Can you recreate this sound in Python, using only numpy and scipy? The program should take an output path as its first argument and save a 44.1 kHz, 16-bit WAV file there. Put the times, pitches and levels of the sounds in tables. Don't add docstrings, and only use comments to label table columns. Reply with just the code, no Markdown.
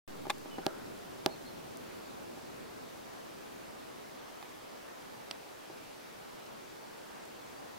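import sys
import numpy as np
from scipy import signal
from scipy.fft import rfft, irfft, next_fast_len
from scipy.io import wavfile
from scipy.ndimage import uniform_filter1d

SR = 44100
rng = np.random.default_rng(int(sys.argv[2]) if len(sys.argv) > 2 else 0)


def to_wav(s):
    ch = np.atleast_2d(s).T
    pcm = np.round(np.clip(ch, -1, 1) * 32767)
    wavfile.write(sys.argv[1], SR, pcm.astype(np.int16))


N = 343098


def amp(db):
    return 10 ** (np.asarray(db) / 20)


def unit(x):
    return x / np.sqrt(np.mean(x ** 2) + 1e-20)


def along(points, hz):
    f, v = np.transpose(points)
    return np.interp(np.log(hz + 1), np.log(f + 1), v)


def filtered(x, response):
    size = next_fast_len(x.shape[-1] + SR // 2)
    gain = response(np.fft.rfftfreq(size, 1 / SR))
    return irfft(rfft(x, size) * gain, size)[..., :x.shape[-1]]


def low_cut(x, hz):
    return signal.sosfilt(signal.butter(2, hz, "high", fs=SR, output="sos"), x)


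def add(track, s, sound):
    part = track[:, round(s * SR):][:, :sound.shape[-1]]
    part += sound[..., :part.shape[-1]]


def panned(x, left_db):
    return x * amp([[left_db / 2], [-left_db / 2]])


def impulse(spectrum, size=1024):
    magnitude = amp(along(spectrum, np.fft.rfftfreq(size, 1 / SR)))
    cepstrum = irfft(np.log(magnitude))
    causal_fold = 1 + np.sign(np.fft.fftfreq(size))
    return irfft(np.exp(rfft(cepstrum * causal_fold)))


def ring(modes, tilt_db, skew_rad):
    t = np.arange(SR // 5) / SR
    phase = np.array([[skew_rad], [-skew_rad]]) / 2
    out = np.zeros((2, len(t)))
    for hz, t60, left_db, right_db in modes:
        level_db = np.array([[left_db], [right_db]]) + tilt_db * np.log2(hz / 2000) + rng.normal(0, 1)
        out += amp(level_db - 60 * t / t60) * np.sin(2 * np.pi * hz * t + phase)
    attack = 1 - np.exp(-t / 0.00014)
    return out * attack


def scatter(x, t60, length_s=0.5):
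    t = np.arange(int(length_s * SR)) / SR
    tail = rng.standard_normal((2, len(t))) * amp(-60 * t / t60)
    return signal.fftconvolve(x, tail / np.linalg.norm(tail[0]), axes=1)[:, :x.shape[-1]]


# f/Hz, side minus mid/dB
BED_WIDTH = [(60, -5.5), (110, -3.5), (200, 3.5), (380, 6.5), (700, 4.5), (1290, 0.5), (2380, -2),
             (4400, -4), (8120, -1), (15000, -1)]

def rush(spectrum, patchy_db=1.0, side_db=0.5):
    def mid_side_eq(hz):
        angle = np.arctan(amp(along(BED_WIDTH, hz) + side_db))
        return amp(along(spectrum, hz)) * np.array([np.cos(angle), np.sin(angle)])

    bins = signal.stft(rng.standard_normal((2, N)), nperseg=512)[2]
    patches = uniform_filter1d(rng.standard_normal(bins.shape[1:]), size=6, axis=0)
    patches = unit(uniform_filter1d(patches, size=18, axis=1))
    noise = signal.istft(bins * amp(patchy_db * patches), nperseg=512)[1][:, :N]
    mid, side = filtered(noise, mid_side_eq)
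    return unit(np.array([mid + side, mid - side]))


# f/Hz, relative level/dB
WIND_EQ = [(20, -18), (60, -15), (110, -9), (170, -4), (260, 0.5), (390, -0.5), (650, -9.5), (1500, -33.5)]

def wind(breeze_db=-48.5, lull_db=-54, ease_start_s=1.96, ease_s=2.9):
    level_db = np.interp(np.arange(N) / SR, [ease_start_s, ease_start_s + ease_s], [breeze_db, lull_db])
    return amp(level_db) * rush(WIND_EQ, patchy_db=1.06)


# f/Hz, relative level/dB
RUSTLE_EQ = [(150, -26), (350, -2), (520, 0.5), (830, -1.5), (1200, -5.5), (2100, -11), (4700, -17.5),
             (8000, -30), (15000, -33)]

def reed_rustle():
    return amp(-50) * rush(RUSTLE_EQ)


# f/Hz, relative level/dB
HISS_EQ = [(500, -3.5), (3000, -2.5), (6000, 2.5), (10000, -1), (16000, -3.5)]

def microphone_hiss():
    return amp(-60) * rush(HISS_EQ)


# f/Hz, relative level/dB
SNAP_EQ = [(100, -17), (600, 5), (1300, 5), (2200, -1), (3000, 1), (4500, 1.5), (5700, -4), (7200, -13.5),
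           (10000, -14), (15000, -18.5)]
# f/Hz, t60/s, left level/dB, right level/dB
LEVER_MODES = [(840, 0.032, -6, -4.5), (1145, 0.017, -2, -1), (1680, 0.015, -4.5, -7),
               (2070, 0.032, -11, -11), (2450, 0.015, -7.5, -7), (3550, 0.0092, -6.5, -7),
               (5250, 0.0031, -25, -14), (7300, 0.0041, -22, -18), (8700, 0.0048, -24.5, -23)]
# t/s, level/dB, brightness/(dB per octave)
LEVER_HITS = [(0.2542, -46.5, -10), (0.2978, -31, 3), (0.2988, -23.5, 5.5), (0.3025, -18.5, 6),
              (0.3076, -27, 6), (0.3109, -35, 0), (4.427, -37.5, 0.5)]

def lever():
    out = np.zeros((2, N))
    for s, db, bright_db in LEVER_HITS:
        clack = amp(db) * ring(LEVER_MODES, tilt_db=bright_db, skew_rad=0.16)
        add(out, s, clack + amp(-10) * scatter(clack, t60=0.026))
        click = scatter(impulse(SNAP_EQ)[None], t60=0.0042)
        add(out, s, amp(db + 14) * click)
    return low_cut(out, hz=180)


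# f/Hz, t60/s, left level/dB, right level/dB
SHELL_MODES = [(156, 0.1, -21.5, -18), (330, 0.054, -17, -18), (383, 0.042, -7, -3.5),
               (488, 0.026, -21, -8), (580, 0.036, -13, -10), (637, 0.046, -30, -3.5),
               (790, 0.029, -0.5, -7.5), (865, 0.016, -29, -10), (1220, 0.027, -15, -19),
               (1400, 0.016, -17, -11), (1675, 0.032, -23, -15)]
# t/s, thud level/dB
FINGER_HITS = [(0.2687, -34.5), (0.458, -43.5), (0.584, -34), (0.588, -35.5), (0.6656, -19), (1.2617, -16),
               (2.375, -49), (5.70, -44)]

def knocks(hard_hit_db=-15.5):
    out = np.zeros((2, N))
    snap = panned(low_cut(impulse(SNAP_EQ), hz=300), left_db=-7.5)
    for s, db in FINGER_HITS:
        force_db = db - hard_hit_db
        shell = ring(SHELL_MODES, tilt_db=0.12 * force_db, skew_rad=0.93)
        thud = low_cut(amp(db) * shell, hz=182)
        add(out, s, thud + amp(-14) * low_cut(scatter(thud, t60=0.3), hz=99))
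        add(out, s, amp(3.5 + 1.65 * force_db) * snap)
    return out


# f/Hz, relative level/dB
TICK_EQ = [(1000, -28), (4000, -2), (8000, 5), (15000, -3.5)]
# t/s, level/dB
TICK_CUES = [(0.383, -35), (1.772, -30), (7.254, -36)]

def grass_ticks():
    out = np.zeros((2, N))
    for s, db in TICK_CUES:
        add(out, s, amp(db) * panned(impulse(TICK_EQ), left_db=-12))
    return out


# t/s, length/s, f/Hz, upward scoop/fraction of f, level/dB
BIRD_NOTES = [(0.5, 0.08, 3040, 0, -55.5), (1.295, 0.064, 4360, 0.078, -55.5),
              (1.448, 0.058, 4330, 0.068, -56), (7.559, 0.04, 4640, 0, -63)]

def birds(scoop_s=0.018, sag_hz_per_s=1750):
    out = np.zeros((2, N))
    for s, length, hz, scoop, db in BIRD_NOTES:
        t = np.arange(int(length * SR)) / SR
        scoop_left = np.maximum(1 - t / scoop_s, 0)
        pitch = hz * (1 - scoop * scoop_left) - sag_hz_per_s * t
        tone = np.sin(2 * np.pi * np.cumsum(pitch) / SR)
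        note = panned(amp(db) * signal.windows.tukey(len(t), 0.5) * tone, left_db=-3)
        add(out, s, note)
        add(out, s + 0.042, amp(-13) * note)
    return out + amp(-11) * scatter(out, t60=0.45)


# f/Hz, relative level/dB
WHINE_EQ = [(900, -50), (1300, -2), (1450, -2), (1650, -9), (2200, -50)]

def whine(peak_s=0.637, peak_db=-55.5, rise_db_per_s=320, fade_db_per_s=26):
    t = np.arange(N) / SR - peak_s
    level_db = peak_db + np.minimum(rise_db_per_s * t, -fade_db_per_s * t)
    return amp(level_db) * rush(WHINE_EQ, patchy_db=-0.5, side_db=-4)


# f/Hz, relative level/dB
SPLINTER_EQ = [(100, -25), (350, -6), (800, -3), (1600, -8), (2500, 0), (3800, -7), (5400, -2), (6800, -19),
               (9000, -12), (11500, -21), (15000, -30)]
# t/s, first splinter's level/dB
CRACK_CUES = [(4.428, -31), (5.286, -31), (5.3115, -6.5), (6.464, -26)]

def reed_cracks(splinters=4, gap_s=0.00087, loss_db=8):
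    out = np.zeros((2, N))
    for s, db in CRACK_CUES:
        for k in range(splinters):
            splinter = panned(amp(db - loss_db * k) * impulse(SPLINTER_EQ), left_db=-2)
            add(out, s + gap_s * k, splinter + amp(1.5) * scatter(splinter, t60=0.014))
    return out


def scene():
    beds = wind() + reed_rustle() + microphone_hiss()
    return beds + lever() + knocks() + grass_ticks() + birds() + whine() + reed_cracks()


def record(dry, start_s=0.077, top_hz=15850):
    t = np.arange(N) / SR - start_s
    offset = 0.0025 * np.exp(-np.abs(t) / 0.34)
    opened = (t > 0) * (dry + offset)
    return filtered(opened, lambda hz: hz < top_hz)


dry = scene()
out = record(dry)
to_wav(out)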